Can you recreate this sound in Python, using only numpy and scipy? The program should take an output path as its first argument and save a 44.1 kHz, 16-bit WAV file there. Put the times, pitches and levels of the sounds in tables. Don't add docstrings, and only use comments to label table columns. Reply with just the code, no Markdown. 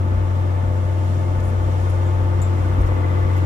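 import sys
import numpy as np
from scipy import signal
from scipy.fft import rfft, irfft, next_fast_len
from scipy.io import wavfile

SR = 44100
rng = np.random.default_rng(int(sys.argv[2]) if len(sys.argv) > 2 else 0)


def inscribe(sig):
    pcm = np.round(np.clip(np.atleast_2d(sig).T, -1, 1) * 32767)
    wavfile.write(sys.argv[1], SR, pcm.astype(np.int16))


N = 152145
CYLINDERS = 6

# t/s, firing rate f/Hz
FIRING_RATE = [(0, 92.3), (.4, 92.42), (.75, 92.5), (1.0, 92.85), (1.25, 92.7), (1.6, 92.18), (2.0, 92.48),
               (2.4, 92.35), (2.8, 91.85), (3.05, 91.9), (3.45, 92.4)]
# t/s, low level/dB, middle level/dB, high level/dB
ROAR_LEVELS = [(0, -33.5, -38, -39.5), (.5, -35.5, -35.5, -39), (1, -34, -37.5, -39.5),
               (1.5, -34.5, -35.5, -38.5), (2, -35, -34.5, -38), (2.5, -33, -36, -37),
               (2.9, -32.5, -35, -35.5), (3.45, -33, -37.5, -35.5)]
ROAR_EDGES_HZ = (430, 950)
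# f/Hz, relative level per hertz/dB
ENGINE_NOISE_SHAPE = [(60, -53), (100, 5.5), (150, 1.5), (175, -3.5), (230, -1), (310, -2), (400, -13),
                      (550, -14.5), (790, -18.5), (1000, -21.5), (1200, -18.5), (1350, -24), (1600, -27),
                      (2100, -30.5), (2700, -39), (4000, -44.5), (6000, -59.5)]
# f/Hz, level difference/dB
SIDE_BALANCE = [(60, 2), (200, -3.5), (350, -1.5), (600, 2), (1300, 3.5), (2000, -1.5), (3400, 6),
                (4000, 2), (6000, 7.5), (7400, 11), (8300, -2.5), (9300, -5.5), (10800, 1), (15000, -0.5)]


def from_db(db):
    return 10 ** (np.asarray(db) / 20)


def rms_one(x):
    return x / np.sqrt(np.mean(x ** 2) + 1e-20)


def in_time(rows):
    return np.interp(np.arange(N) / SR, *np.transpose(rows))


def at_hz(points, hz):
    table = np.array(points)
    return np.interp(np.log(hz + 1), np.log(table[:, 0]), table[:, 1])


def drift(rate):
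    step = 40
    pole = np.exp(-2 * np.pi * rate * step / SR)
    white = rng.standard_normal(N // step + 2002)
    slow = signal.lfilter([1], [1, -2 * pole, pole * pole], white)[2000:]
    return np.interp(np.arange(N) / step, np.arange(len(slow)), rms_one(slow - slow.mean()))


def pan(db):
    return from_db([[db / 2], [-db / 2]])


def tone(phase, level_db, pan_db, lead):
    side_phase = np.array([[lead / 2], [-lead / 2]])
    return np.sqrt(2) * from_db(level_db) * pan(pan_db) * np.sin(phase + side_phase)


def pair_noise(gain_at):
    # f/Hz, share of the power common to both sides (0-1)
    coherence = [(70, .99), (150, .95), (300, .6), (1600, .5), (2200, .28), (9000, .25), (10800, .85),
                 (15000, .85)]
    left_lag_s = .000357
    size = next_fast_len(N)
    hz = np.arange(size // 2 + 1) * SR / size
    common, left, right = rfft(rng.standard_normal((3, size)))
    share = np.clip(at_hz(coherence, hz), 0, 1)
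    tilt = from_db(at_hz(SIDE_BALANCE, hz) / 2)
    delayed = common * np.exp(-2j * np.pi * hz * left_lag_s)
    left = tilt * (np.sqrt(share) * delayed + np.sqrt(1 - share) * left)
    right = (np.sqrt(share) * common + np.sqrt(1 - share) * right) / tilt
    return rms_one(irfft(gain_at(hz) * np.array([left, right]), size)[:, :N])


def roar_level(column):
    return in_time(np.array(ROAR_LEVELS)[:, [0, column]])


def swing(column):
    level = roar_level(column)
    return level - level.mean()


def engine(cycle):
    orders = [(4.0, -42.5, 1.7, -0.02), (6.0, -18.3, 3.9, -0.2), (10.0, -47.6, 7.3, 0.41),
              (14.0, -47.7, 5.2, 0.42), (15.0, -46.5, -4.2, -0.16), (17.0, -51.5, 2.0, -0.88),
              (20.0, -49, 3, 0.5), (24, -56, -5, .3), (26.0, -51.4, -4.7, -0.91), (30.0, -49.5, 9, -3),
              (32.0, -50.4, -7.9, 2.35), (33.0, -45.8, 9.3, -0.14), (34.0, -45.5, 3.4, -1.09),
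              (35.0, -51.0, -0.5, -0.67), (39.0, -44.8, 2.1, 0.84), (41.0, -54.4, 4.7, 0.33),
              (45.0, -49.5, -7.1, -1.38), (46.0, -49.9, 6.1, -2.86), (48.0, -54.8, -3.3, 2.48),
              (54, -57, -6, 1.1), (57.0, -45.6, -0.8, -0.12), (58.0, -51.7, 3.9, -0.28),
              (60.0, -56, 10.0, 1.4), (66, -61, 5, .2), (70.0, -57.2, 3.4, -1.5), (75.0, -59, 7.3, 2.5)]
    # t/s, gain level/dB
    load = [(0, 0), (.5, -.5), (1, -0.3), (1.5, -0.6), (2, 1), (2.5, 0.7), (2.9, 0), (3.45, 2)]
    # t/s, share (0-1)
    pull = [(2.35, 0), (2.9, 1)]
    pull_gain = {20: 7, 24: 10, 30: 8, 33: 4, 60: 6, 66: 10, 75: 15}
    boom_waver_db, order_waver_db, order_wander_rad = .18, 1.1, .17
    side_orders_db = .5
    out = 0
    for multiple, level_db, pan_db, lead in orders:
        multiple = round(multiple)
        if multiple == CYLINDERS:
            phase = 0
            gain_db = in_time(load) + boom_waver_db * drift(2.6)
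        else:
            start = rng.uniform(0, 2 * np.pi) if multiple % 3 else 0
            phase = start + order_wander_rad * drift(3.0)
            growth_db = pull_gain.get(multiple, 0) * in_time(pull)
            gain_db = side_orders_db + growth_db + order_waver_db * drift(2.6)
        out = out + tone(multiple * cycle + phase, level_db + gain_db, pan_db, lead)
    return out


def roar(cycle):
    knock_depth = .13
    low_hz, high_hz = ROAR_EDGES_HZ

    def under(f, edge):
        return 1 / (1 + (f / edge) ** 8)

    shares = (lambda f: under(f, low_hz),
              lambda f: under(f, high_hz) - under(f, low_hz),
              lambda f: 1 - under(f, high_hz))
    knock = 1 + knock_depth * np.cos(CYLINDERS * cycle)
    out = 0
    for k, share in enumerate(shares):
        noise = pair_noise(lambda f: from_db(at_hz(ENGINE_NOISE_SHAPE, f)) * np.sqrt(share(f)))
        gain = from_db(roar_level(k + 1) + .4 * drift(8.0))
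        out = out + gain * noise * (knock if k else 1)
    return out


def whines():
    # f/Hz, base level/dB, left-right level/dB, left lead/rad, waver spread level/dB
    whine_tones = [(133.6, -36.5, .4, -.2, 1), (350.4, -40.5, -10, -1.3, 1.5), (215, -49.5, 3.5, .2, 2.5)]
    out = 0
    for hz, db, pan_db, lead, waver_db in whine_tones:
        phase = 2 * np.pi * hz * np.arange(N) / SR + rng.uniform(0, 6) + .5 * drift(2.5)
        level_db = db + swing(column=1) + waver_db * drift(4.0)
        out = out + tone(phase, level_db, pan_db, lead)
    return out


def panels(cycle):
    resonances = [(300, 97, -45.5, 1.5, 4.5), (885, 28, -46, -3, 1.5), (1463, 43, -55, 6, 1),
                  (1742, 35, -54, 4, -0.3), (2016, 78, -62.5, 3, 6)]
    throb_depth = .7
    out = 0
    for hz, width_hz, db, pan_db, follows in resonances:
        band = pair_noise(lambda f: 1 / (1 + (2 * (f - hz) / width_hz) ** 2))
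        column = int(1 + np.searchsorted(ROAR_EDGES_HZ, hz))
        gain = from_db(db + follows * swing(column)) * pan(pan_db)
        throb = 1 + throb_depth * np.sin(cycle + rng.uniform(0, 4.9))
        out = out + gain * band * throb
    return out


def clatter(cycle):
    order_range = (61, 250)
    level_db, scatter_db = -50.5, 1.5
    points = 4096
    orders = np.arange(*order_range)
    hz = orders * FIRING_RATE[0][1] / CYLINDERS
    line_db = at_hz(ENGINE_NOISE_SHAPE, hz) + scatter_db * rng.standard_normal(len(orders))
    sides = pan(at_hz(SIDE_BALANCE, hz))[:, 0]
    random_phase = np.exp(2j * np.pi * rng.random((2, len(orders))))
    lines = np.zeros((2, points // 2 + 1), complex)
    lines[:, orders] = from_db(line_db) * sides * random_phase
    position = (cycle + .02 * drift(4.0)) / (2 * np.pi) % 1 * points
    out = [np.interp(position, np.arange(points), side, period=points) for side in irfft(lines)]
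    return from_db(level_db + swing(column=3)) * rms_one(np.array(out))


def clinks():
    # t/s, strike level/dB
    strikes = [(1.436, -50), (2.061, -45), (2.4165, -31)]
    # f/Hz, relative level/dB, 60 dB decay t/s
    modes = [(3700, -23, .14), (7020, -12, .05), (7154, -10, .075), (7386, -20, .17), (7500, -20, .2),
             (7784, -17, .08), (8861, -25, .04), (11400, -24, .06), (14260, -26, .03)]
    touches = (0, .003, .014, .030)
    loss_db_per_s, pan_db = 330, 10
    out = np.full(N, 1e-18)
    for hz, level_db, t60 in modes:
        hits = np.full(N, 1e-18)
        for s, db in strikes:
            for late in touches:
                hit_db = db + level_db - loss_db_per_s * late + rng.normal(0, 2)
                at = int((s + late + rng.uniform(0, .001)) * SR)
                hits[at] = from_db(hit_db) * rng.choice([-1, 1])
        decay, w = from_db(-60 / (t60 * SR)), 2 * np.pi * hz / SR
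        out += signal.lfilter([0, np.sin(w)], [1, -2 * decay * np.cos(w), decay ** 2], hits)
    return pan(pan_db) * out


def rattles():
    # t/s, base level/dB, hold t/s, bright center f/Hz, dull knock level/dB, left-right level/dB
    bursts = [(1.397, -51, .006, 10500, 8, -2), (1.428, -55.5, 0.074, 9400, -15, 2),
              (1.83, -57, .006, 10300, -6, -2), (1.895, -50.5, 0.012, 9700, -12, 1),
              (2.416, -54, .012, 9400, -6, -2), (2.804, -52, .014, 9600, -2, -2),
              (2.86, -49.5, .016, 10700, 7, -5), (3.362, -49.5, 0.018, 11000, 1, -1)]
    octaves, dull_hz, snap_db = .24, 6000, -10
    rise_s, fade_s, ticks_per_s = .0009, .011, 2500
    t = np.arange(N) / SR
    tick_gain = from_db(3 * np.minimum(rng.exponential(1, N), 3))
    ticks = (rng.random(N) < ticks_per_s / SR) * tick_gain
    grain = .5 + rms_one(signal.lfilter([1], [1, -.95], ticks))

    def hump(f, hz, width):
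        return np.exp(-(np.log2((f + 1) / hz) / width) ** 2)

    out = 0
    for s, db, length, hz, dull_db, pan_db in bursts:
        def color(f):
            snap = from_db(snap_db) * (f > hz)
            dull = from_db(dull_db) * hump(f, dull_hz, 2 * octaves)
            return hump(f, hz, octaves) + snap + dull

        rise = np.clip((t - s) / rise_s, 0, 1)
        fade = np.exp(-np.clip(t - s - length, 0, 1) / fade_s)
        out = out + from_db(db) * pan(pan_db) * rise * fade * pair_noise(color)
    return out * rms_one(grain)


def track_rumble():
    # t/s, rms level/dB
    surges = [(0, -45), (.15, -26), (.35, -34), (.67, -30), (1.0, -39), (1.2, -41), (1.35, -30),
              (1.8, -31.5), (2.05, -30), (2.2, -24), (2.45, -30.5), (2.65, -31.5), (2.83, -18.5),
              (3.08, -41), (3.25, -27), (3.45, -43)]
    # f/Hz, relative level per hertz/dB
    floor_shape = [(15, -19), (25, -29), (38, 8), (48, 2.5), (57, 12.5), (65, 9), (75, -24), (90, -44)]
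    noise = pair_noise(lambda f: from_db(at_hz(floor_shape, f)) * (f < 120))
    return from_db(in_time(surges)) * noise


def fan_air():
    # t/s, base level/dB
    flow = [(0, -55), (1, -52.5), (1.5, -51.5), (2, -53), (2.5, -52.5), (3, -53.5), (3.45, -54.5)]
    # f/Hz, relative level per hertz/dB
    hiss_shape = [(2500, -1.5), (3400, -1.5), (4100, -4), (5500, -5.5), (7600, -8), (9000, -10.5),
                  (10300, -9), (11200, -13.5), (13500, -21), (15200, -21)]
    noise = pair_noise(lambda f: from_db(at_hz(hiss_shape, f)) * np.clip(f / 2500, 0, 1) ** 4)
    return from_db(in_time(flow) + 1.07 * drift(1.1)) * noise


def cab(x):
    depth_db, knot_hz, from_hz = 3, 25.18, 1200
    size = next_fast_len(N)
    hz = np.arange(size // 2 + 1) * SR / size
    knots = np.arange(0, SR / 2 + 200, knot_hz)
    onset = np.clip(hz / from_hz - 1, 0, 1)
    ripple = np.interp(hz, knots, rng.standard_normal(len(knots))) * onset
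    return irfft(rfft(x, size) * from_db(depth_db * ripple), size)[:, :N]


def scene():
    cycle = 2 * np.pi * np.cumsum(in_time(FIRING_RATE)) / SR / CYLINDERS
    machine = engine(cycle) + whines() + panels(cycle) + clatter(cycle)
    upper_noise = cab(roar(cycle) + fan_air())
    return machine + upper_noise + clinks() + rattles() + track_rumble()


def record(dry):
    low_pass = signal.ellip(10, .5, 70, 15600, fs=SR, output="sos")
    return signal.sosfilt(low_pass, dry)


dry = scene()
out = record(dry)
inscribe(out)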